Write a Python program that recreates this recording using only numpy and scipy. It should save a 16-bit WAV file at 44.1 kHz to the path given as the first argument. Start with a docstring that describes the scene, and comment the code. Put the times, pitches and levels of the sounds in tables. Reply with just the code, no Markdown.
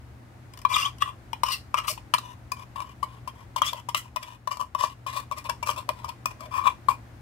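"""A steel spoon knocks and scrapes inside a tin of thick milk held over a glass blender jar.
Hand and milk damp the tin: each blow, a push plus noisy chatter into damped modes, is a hollow clack
with a short metallic ring. Strokes drive the same modes with trains of tiny slips and rasp;
gliding tones squeak. Random echoes make the small kitchen; a motor hums faintly in low rumble."""
import sys
import numpy as np
from scipy import signal
from scipy.fft import rfft, irfft
from scipy.io import wavfile
from scipy.ndimage import map_coordinates

SR = 44100
rng = np.random.default_rng(int(sys.argv[2]) if len(sys.argv) > 2 else 0)


def digitize_waveform(pressure):
    """Quantize a signal to 16-bit integers and store it at the path in sys.argv[1].

    Rows of a 2-D input are taken as channels; values are limited to [-1, 1].
    """
    field = np.atleast_2d(pressure).T
    bounded = np.clip(field, -1, 1)
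    quanta = np.round(bounded * 32767).astype(np.int16)
    wavfile.write(sys.argv[1], SR, quanta)


N = 317961

HOLLOW_HZ = 1040  # usual pitch of the tin's hollow
# mode of the tin's base: [f/Hz, width/Hz, relative drive/dB]
BASE_MODES = [(618.7, 44, 0)]


def amp(db):
    """Decibels to gain."""
    return 10 ** (np.asarray(db) / 20)


def unit(x):
    """Scales to rms 1."""
    return x / np.sqrt(np.mean(x ** 2) + 1e-20)


def read(points, hz):
    """Reads a table of [f/Hz, value] on a log-frequency axis."""
    f, value = np.transpose(points)
    return np.interp(np.log(hz + 1), np.log(f), value)


def track(points, s):
    """Reads a table of [t/s, value] at time s."""
    return np.interp(s, *np.transpose(points))


def add(mix, s, sound):
    """Adds a sound into the mix at time s."""
    part = mix[round(s * SR):][:len(sound)]
    part += sound[:len(part)]


def colour(x, points):
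    """Filters by a table of [f/Hz, gain/dB]."""
    n = x.shape[-1]
    gain_db = read(points, np.fft.rfftfreq(n, 1 / SR))
    return irfft(rfft(x) * amp(gain_db), n)


def wander(n, rate_hz):
    """Smooth chance of size about 1, with rate_hz new values a second."""
    knots = np.arange(n) * rate_hz / SR
    return np.interp(knots, np.arange(4096), rng.standard_normal(4096))


def background(air_db=-51.5, waver_db=2, waver_hz=1.684, waver_rate_hz=9, left_db=1):
    """A motor's wavering hum in the low rumble of the room, partly alike on both sides."""
    # rumble spectrum: [f/Hz, relative density/dB]
    rumble = [(25, -21), (36, -31), (50, -0.5), (68, 2.5), (100, 1), (150, -8), (260, -9.5), (420, -17),
              (750, -16), (2000, -23), (3200, -31.5), (15000, -43)]
    # left-right correlation of the rumble: [f/Hz, likeness]
    likeness = [(25, 0.59), (60, 0.87), (150, 0.96), (350, 0.65), (1000, 0.046), (8000, 0.069)]
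    # hum partials ahead of the left-right tilt: [f/Hz, mean level/dB]
    hum_partials = [(95.5, -64.5), (119.6, -54), (240, -70), (302, -73), (340, -74)]
    same = np.clip(read(likeness, np.fft.rfftfreq(N, 1 / SR)), -1, 1)
    a, b = rfft(rng.standard_normal((2, N)))
    pair = np.array([a, same * a + np.sqrt(1 - same ** 2) * b])
    air = unit(colour(irfft(pair, N), rumble))
    hum = 0
    for hz, db in hum_partials:
        level = amp(db + waver_db * wander(N, waver_rate_hz))
        turns = np.cumsum(hz + waver_hz * wander(N, waver_rate_hz)) / SR
        hum = hum + level * unit(np.sin(2 * np.pi * turns))
    return (amp(air_db) * air + hum) * amp([[left_db], [-left_db]])


def echoes(near_db=-13, near_t60_s=0.076, room_db=-20, density_per_s=4000):
    """One pair of responses: quick scatter off jar and hands, then the tiled room."""
    # room decay: [f/Hz, t60/s]
    decay = [(300, 0.31), (1000, 0.17), (3000, 0.2), (7000, 0.27), (15000, 0.16)]
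    t = np.arange(SR // 2) / SR
    signs = rng.choice([-1., 1.], (2, 2, len(t)))
    near, far = signs * (rng.random((2, 2, len(t))) < density_per_s / SR)
    near = near * (t > .001) * amp(-60 * t / near_t60_s)
    f, frame_s, z = signal.stft(far * (t > .008), SR, nperseg=256)
    z = z * amp(-60 * frame_s / read(decay, f)[:, None])
    far = signal.istft(z, SR, nperseg=256)[1][:, :len(t)]
    return (amp(near_db) * unit(near) + amp(room_db) * unit(far)) / np.sqrt(len(t))


def kitchen(x, count=3):
    """The tin is close on the left and sways in the hand, so its echoes keep changing."""
    # right side: [f/Hz, level re left/dB]
    right_ear = [(300, -14), (600, -3.5), (1100, -22.5), (2000, -7.5), (2900, -2), (4500, -14), (8000, -8),
                 (14000, -26)]
    t = np.arange(N) / SR
    lag_s = np.interp(t, [1.5, 3, 7], [.00036, .00027, .00025])  # the right side hears it later
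    right = colour(map_coordinates(x, [(t - lag_s) * SR], order=3), right_ear)
    # the wall radiates all round: [f/Hz, gain/dB]
    thrown = colour(x, [(600, -4), (1100, 3), (2800, 7), (6000, 1.0), (14000, 4.0)])
    out = np.array([x, right])
    for k in range(count):
        share = np.sqrt(2 / count) * np.cos(np.pi * (t + k / count))
        out = out + signal.oaconvolve((thrown * share)[None], echoes(), axes=1)[:, :N]
    return out


def ring(force, modes, low_hz, shift=1, spot_db=0):
    """Drives damped modes of alternating sign, to rms 1; the spot touched favours some, shift may glide."""
    out = 0
    for k, (hz, width_hz, db) in enumerate(modes):
        turn = np.exp(2j * np.pi * np.cumsum(hz * shift * np.ones(len(force))) / SR)
        r = np.exp(-np.pi * width_hz / SR)
        gain = (-1) ** k * amp(db + spot_db * rng.standard_normal())
        out = out + gain * (turn * signal.lfilter([1 - r], [1, -r], force / turn)).imag
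    high_pass = signal.butter(3, low_hz, "high", fs=SR, output="sos")  # small things radiate little bass
    return unit(signal.sosfilt(high_pass, out))


def tin(s, forces, pitch_hz, grip=1, spot_db=4.0, focus_db=8, focus_octaves=0.099):
    """The four voices of spoon and tin at time s: hollow with base, wall, steel, edge."""
    # modes of hollow (at its usual pitch), wall before focus, steel on steel, and the spoon's
    # highest, crowded modes: [f/Hz, width/Hz, relative drive/dB]
    hollow_modes = [(998, 98.9, 2.53), (1110, 115.1, 1.65)]
    wall_modes = [(1740, 260, -5.5), (2026, 170, -2), (2421, 54, 5.5), (2885, 140, -2.5), (3200, 93, -2.5),
                  (3503, 183, -3), (4010, 58, -7.5)]
    steel_modes = [(4344, 520, 2.5), (5060, 410, 5), (5250, 63, 9.5), (5650, 440, 3), (6420, 22, -15)]
    edge_modes = [(7620, 1900, -6.5), (8820, 183, 0.5), (9600, 1140, -8), (11600, 530, -5.5),
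                  (12900, 1070, -7.5), (15600, 530, -13)]
    # the part of the wall touched favours modes near one pitch: [t/s, f/Hz]
    wall_focus = [(0.65, 2270), (0.8, 2990), (1.74, 2660), (2.15, 3020), (2.52, 2500), (3.0, 3280),
                  (3.62, 3200), (4.2, 2720), (5.35, 2700), (6.6, 2440)]
    # base strength, rising through the scene and falling again at the end: [t/s, level re hollow/dB]
    base_strength = [(0.6, -29), (3.6, -24), (4.5, -18.5), (5.8, -16.5), (6.7, -29)]
    base = amp(track(base_strength, s)) * ring(forces[0], BASE_MODES, low_hz=470)
    focus_hz = track(wall_focus, s)
    focused = []
    for hz, width_hz, db in wall_modes:
        nearness = np.exp(-(np.log2(hz / focus_hz) / focus_octaves) ** 2)
        focused.append((hz, width_hz, db + focus_db * nearness))
    hollow = ring(forces[0], hollow_modes, low_hz=344, shift=pitch_hz / HOLLOW_HZ)
    wall = ring(forces[1], focused, low_hz=1400, shift=grip, spot_db=spot_db)
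    steel = ring(forces[2], steel_modes, low_hz=3360, shift=grip, spot_db=spot_db)
    edge = ring(forces[2], edge_modes, low_hz=6170, shift=grip)
    return hollow + base, wall, steel, edge


def stick_slip(n, rate_hz=700, glide=0.058, glide_rate_hz=25, jitter=.017, jitter_rate_hz=1200):
    """Nearly regular slips whose rate follows the unsteady speed of the hand."""
    speed = 1 + glide * wander(n, glide_rate_hz) + jitter * wander(n, jitter_rate_hz)
    turns = np.cumsum(rate_hz * speed) / SR
    slips = np.diff(np.floor(turns), prepend=0)
    return unit(slips - slips.mean())


def drag(s, n, pitch_hz, slips_per_s=1800, slip_spread_db=3.5, judder_db=3.0, judder_rate_hz=130,
         rub=0.097, grip_drift=0.016, drift_rate_hz=22, snags_per_s=110, snag_db=20):
    """The edge drags in slips, even or uneven, and snags; modes bend as the point of contact travels."""
    # evenness of stick-slip, less once the edge is coated with milk: [t/s, share 0-1]
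    bite_track = [(0.8, 0.62), (3.7, 0.22), (4.6, 0), (6.6, 0.18)]
    slip_size = amp(slip_spread_db * np.minimum(rng.exponential(1, SR), 4))
    slips = (rng.random(SR) < slips_per_s / SR) * slip_size
    grit = unit(slips - slips.mean() + rub * rng.standard_normal(SR))[:n]
    snags = amp(snag_db) * (rng.random(SR) < snags_per_s / SR)[:n]
    bite = np.clip(track(bite_track, s), 0, 1)
    rasp = np.sqrt(1 - bite) * grit + np.sqrt(bite) * stick_slip(n)
    judder = amp(judder_db * wander(n, judder_rate_hz))
    forces = (np.array([grit, rasp, rasp]) + snags) * judder
    return tin(s, forces, pitch_hz, 1 + grip_drift * wander(n, drift_rate_hz))


def base_rubs():
    """Rubbing the bottom of the tin, noise into its base mode, gives a low, dull note."""
    # rubs: [t/s, length/s, level/dB]
    rub_events = [(1.88, 0.06, -42.5), (3.722, 0.033, -40), (5.685, 0.03, -41), (5.876, 0.043, -37),
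                  (6.385, 0.13, -47.5)]
    out = np.zeros(N)
    for s, length_s, db in rub_events:
        n = round(length_s * SR)
        note = ring(rng.standard_normal(n), BASE_MODES, low_hz=463)
        add(out, s, amp(db) * note * signal.windows.tukey(n, .5))
    return out


def slides(pitch_hz=1010, wall_db=-9, steel_db=-17, edge_db=-17):
    """Soft, wet strokes through the milk, with little treble; voice levels are re hollow."""
    # slides: [t/s, length/s, hollow level/dB]
    slide_events = [(0.691, 0.073, -27.5), (2.194, 0.17, -44.5), (2.556, 0.093, -41.5), (2.831, 0.11, -48),
                    (3.056, 0.15, -51.5), (3.282, 0.024, -42.5), (3.333, 0.13, -51), (3.569, 0.028, -29),
                    (3.744, 0.066, -38.5), (3.996, 0.1, -50), (4.188, 0.19, -43.5), (4.89, 0.052, -43.5),
                    (5.442, 0.042, -35.5), (5.911, 0.17, -48), (6.277, 0.052, -40.5), (6.388, 0.091, -42)]
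    out = np.zeros(N)
    for s, length_s, db in slide_events:
        n = round(length_s * SR)
        voices = amp([[0], [wall_db], [steel_db], [edge_db]]) * drag(s + length_s / 2, n, pitch_hz)
        add(out, s, amp(db) * voices.sum(0) * signal.windows.tukey(n, .5))
    return out


def squeaks(jitter=.022, jitter_rate_hz=900, octave_db=-14):
    """Even stick-slip of the edge gives a short, unsteady, gliding whistle with its octave."""
    # squeaks: [t/s, length/s, first f/Hz, last f/Hz, level/dB]
    squeak_events = [(0.738, 0.016, 3870, 3060, -19), (0.774, 0.024, 2940, 2690, -29.5),
                     (0.818, 0.018, 2705, 2860, -26), (0.848, 0.0182, 2830, 3595, -24),
                     (1.526, 0.026, 2968, 2627, -30.5), (1.886, 0.039, 5250, 5260, -35),
                     (2.181, 0.0029, 3900, 3800, -26), (3.661, 0.041, 3194, 3640, -27.5),
                     (3.943, 0.025, 2915, 2900, -38)]
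    out = np.zeros(N)
    for s, length_s, first_hz, last_hz, db in squeak_events:
        n = round(length_s * SR)
        hz = np.linspace(first_hz, last_hz, n) * (1 + jitter * wander(n, jitter_rate_hz))
        angle = 2 * np.pi * np.cumsum(hz) / SR
        whistle = unit(np.sin(angle) + amp(octave_db) * np.sin(2 * angle))
        add(out, s, amp(db) * whistle * signal.windows.tukey(n, .6))
    return out


def touches(level_db=-18, skid_s=0.0029, hollow_db=-3):
    """Light contacts of the spoon's edge, decaying noise bursts, tick and softly stir the hollow."""
    # touches: [t/s, level ahead of level_db/dB]
    touch_events = [(0.536, -38.5), (0.5736, -37), (0.589, -39.5), (0.616, -38.5), (0.9835, -42.5),
                    (2.82, -37.5), (5.3831, -30), (5.442, -39), (5.4636, -48)]
    out, t = np.zeros(N), np.arange(SR // 8) / SR
    for s, db in touch_events:
        forces = rng.standard_normal((3, len(t))) * np.exp(-t / skid_s)
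        hollow, wall, steel, edge = tin(s, forces, HOLLOW_HZ)
        add(out, s, amp(db + level_db) * (amp(hollow_db) * hollow + .5 * (wall + steel + edge)))
    return out


def strokes(hollow_db=4.0, wall_db=3.0, steel_db=4, edge_db=5.0, contact_s=0.0019, lift_s=0.082,
            touch_down_db=-16.5, lift_db_per_s=519, sag_octaves_per_s=0.32):
    """Firm scrapes along the wall: the spoon presses in, holds, lifts; pitch sinks as it draws back."""
    # scrapes, levels ahead of the voice gains: [t/s, press-in/s, hold/s, level/dB, wall/dB,
    # steel/dB, fine rasp/dB (these three re level), hollow f at mid-hold/Hz]
    stroke_events = [(0.686, 0.059, 0.11, -32, -3.5, -7.5, -11.5, 1153),
                     (0.836, 0.013, 0.022, -34, -14, -30, -32, 1050),
                     (1, 0.019, 0.0018, -37, -1.5, -15, -15, 1180),
                     (1.032, 0.014, 0.045, -36, -11, -29, -24.5, 1080),
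                     (1.448, 0.009, 0.056, -33.5, -4.5, -9, -16, 1086),
                     (1.491, 0.039, 0.0047, -37, 1.5, 6.5, 0.5, 1110),
                     (1.762, 0.017, 0.0027, -26.5, -6.5, -15.5, -22, 1110),
                     (1.83, 0.012, 0.002, -31.5, -12, -27, -23, 1076),
                     (1.869, 0.018, 0.014, -40, 5, 5.5, 7.5, 1050),
                     (2.765, 0.005, 0.055, -38, -18.5, -33, -25.5, 1036),
                     (3.628, 0.0058, 0.016, -33, -3, -22, -31, 1116),
                     (3.639, 0.024, 0.022, -37, 0.5, -1, -3, 1134),
                     (3.961, 0.0075, 0.0017, -38, 5, -2, 3, 1270),
                     (4.506, 0.0082, 0.008, -30.5, -9.5, -13, -17, 1054),
                     (4.589, 0.016, 0.0035, -27, -16.5, -22, -21.5, 1040),
                     (4.776, 0.023, 0.051, -30.5, -9, -12.5, -17, 1030),
                     (5.069, 0.005, 0.066, -42, -4, -12.5, -13.5, 1040),
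                     (5.133, 0.041, 0.0054, -28, -9, -14.5, -14, 1040),
                     (5.359, 0.022, 0.002, -37, -7, -14, -14.5, 1100),
                     (5.488, 0.0039, 0.0023, -25, -17.5, -21, -28, 1012),
                     (5.656, 0.036, 0.0073, -25, -8.5, -12.5, -14, 1095),
                     (5.763, 0.016, 0.0046, -30.5, -11.5, -16.5, -17.5, 1040),
                     (6.042, 0.0048, 0.005, -38.5, -16, -20, -21, 1066),
                     (6.078, 0.0058, 0.0043, -33.5, -15.5, -18, -25, 1040),
                     (6.508, 0.035, 0.037, -27.5, -14, -24, -24, 1040),
                     (6.584, 0.0043, 0.059, -35.5, -15, -26, -30, 1105),
                     (6.637, 0.031, 0.0089, -21, -12.5, -26.5, -26, 1026),
                     (6.889, 0.0041, 0.019, -27, -13, -24, -21.5, 1023)]
    out = np.zeros(N)
    for s, press_s, hold_s, db, wall_rel_db, steel_rel_db, rasp_rel_db, pitch_hz in stroke_events:
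        t = np.arange(round((press_s + hold_s + lift_s) * SR)) / SR
        press_db = touch_down_db * np.maximum(1 - t / max(press_s, 1e-3), 0)
        fall_db = lift_db_per_s * np.maximum(t - press_s - hold_s, 0)
        pressure = amp(db + press_db - fall_db)
        gains = amp([[hollow_db], [wall_db + wall_rel_db],
                     [steel_db + steel_rel_db], [edge_db + rasp_rel_db]])
        sagging_hz = pitch_hz * 2 ** (-sag_octaves_per_s * (t - press_s - hold_s / 2))
        voices = drag(s + press_s, len(t), sagging_hz)
        add(out, s, pressure * (gains * voices).sum(0) * np.minimum(t / contact_s, 1))
    return out


def blows(hollow_db=-14, wall_db=-13, steel_db=-16, edge_db=-16, soft_chatter=0.1, hard_chatter=0.34,
          grip_spread=0.038, cushion_s=0.001, jolt_db=-44):
    """Each blow is one push and a burst of chatter, eased in by the film of milk; the tin jolts."""
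    # blows, levels ahead of the voice gains: [t/s, level/dB, hollow f/Hz, wall re level/dB,
    # steel tick re level/dB, chatter decay/s]
    blow_events = [(0.65, -9, 1047, -19.5, -30, 0.0016), (0.764, -18, 1036, -8, -20, 0.0031),
                   (1.021, -14, 1148, -8, -18, 0.0025), (1.331, -21, 923, -11.5, -18, 0.00085),
                   (1.434, -10, 1040, -16.5, -16.5, 0.0021), (1.742, -10.5, 1082, -16, -23.5, 0.0023),
                   (1.785, -16.5, 1145, -15, -18, 0.0021), (1.88, -17, 1120, -9.5, -34, 0.0039),
                   (1.976, -33, 956, -11, -19, 0.0041), (2.138, -9.5, 1110, -8.5, -12.5, 0.0025),
                   (2.144, -10.5, 1040, -19, -21, 0.0018), (2.184, -24.5, 1126, -14, -10.5, 0.0031),
                   (2.518, -21, 1053, -11, -9, 0.0021), (2.758, -26.5, 996, -14.5, -18.5, 0.0066),
                   (2.803, -27.5, 987, -11.5, -15.5, 0.0017), (3.028, -17, 1035, -19.5, -20.5, 0.0079),
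                   (3.275, -22.5, 1027, -19.5, -18.5, 0.0058), (3.561, -16, 1012, -17, -16, 0.0048),
                   (3.618, -8.5, 1116, -14.5, -21.5, 0.0028), (3.731, -22.5, 1040, -12, -12.5, 0.0017),
                   (3.887, -20.5, 998, -14.5, -14, 0.0063), (3.946, -14, 1095, -7, -13, 0.003),
                   (4.16, -21.5, 1020, -12.5, -11.5, 0.0029), (4.168, -19.5, 1030, -15, -39, 0.0016),
                   (4.228, -34.5, 1110, -1.5, -4, 0.0038), (4.474, -18, 1044, -18, -20.5, 0.0017),
                   (4.515, -32, 1040, -4, -24, 0.0011), (4.57, -31, 1010, -19, -12, 0.0022),
                   (4.611, -27, 1040, -21, -16, 0.0014), (4.749, -16.5, 1040, -20, -22, 0.00083),
                   (4.837, -13.5, 1022, -35, -40, 0.0008), (5.064, -23, 1047, -13.5, -16.5, 0.011),
                   (5.313, -22.5, 1074, -18.5, -21, 0.00093), (5.32, -20, 1054, -18, -21.5, 0.0055),
                   (5.496, -18, 1040, -9, -10.5, 0.0015), (5.627, -20.5, 1030, -10, -15.5, 0.0057),
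                   (5.691, -15.5, 1056, -14.5, -30, 0.0027), (5.761, -33.5, 1100, -8, -10, 0.0027),
                   (5.89, -14.5, 1040, -13.5, -16, 0.0009), (6.044, -28.5, 1056, -19, -19.5, 0.0019),
                   (6.088, -31.5, 1000, -7.5, -8, 0.0055), (6.257, -16, 1074, -12, -11.5, 0.0015),
                   (6.406, -32.5, 1140, -14.5, -13, 0.0021), (6.656, -16, 1110, -32, -33, 0.003),
                   (6.666, -12.5, 1040, -20, -39, 0.0026), (6.885, -9, 1040, -23, -24.5, 0.0029)]
    # the whole tin jolting in the hand: [f/Hz, width/Hz, relative drive/dB]
    jolt_modes = [(215, 80, 0)]
    out, t = np.zeros(N), np.arange(SR // 8) / SR
    push = 1. * (t == 0)
    for s, db, pitch_hz, wall_rel_db, steel_rel_db, chatter_s in blow_events:
        burst = np.exp(-t / max(chatter_s, 1e-4)) * (1 - np.exp(-t / cushion_s))
        chatter = rng.standard_normal((3, len(t))) * burst
        forces = push + chatter * np.array([[soft_chatter], [hard_chatter], [1]])
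        grip = 1 + grip_spread * rng.standard_normal()
        hollow, wall, steel, edge = tin(s, forces, pitch_hz, grip)
        clack = amp(hollow_db) * hollow + amp(wall_db + wall_rel_db) * wall
        tick = amp(steel_rel_db) * (amp(steel_db) * steel + amp(edge_db) * edge)
        jolt = amp(jolt_db) * ring(push, jolt_modes, low_hz=120)
        add(out, s, amp(db) * (clack + tick + jolt))
    return out


def scene():
    """Spoon and tin in the kitchen, over hum and rumble that sink and swell slowly."""
    # background swell: [t/s, gain/dB]
    swell_track = [(0.2, 2), (0.8, 3), (3.6, 2), (4.5, -2.5), (5.4, 2.5), (6.7, 3.5)]
    swell = amp(track(swell_track, np.arange(N) / SR))
    spoon = blows() + touches() + strokes() + slides() + base_rubs() + squeaks()
    return kitchen(spoon) + swell * background()


def record(dry, edge_hz=15800):
    """The recorder's band limit, a linear-phase low-pass."""
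    low_pass = signal.firwin(161, edge_hz, window=("kaiser", 9), fs=SR)
    return signal.oaconvolve(dry, low_pass[None], "same")


dry = scene()
out = record(dry)
digitize_waveform(out)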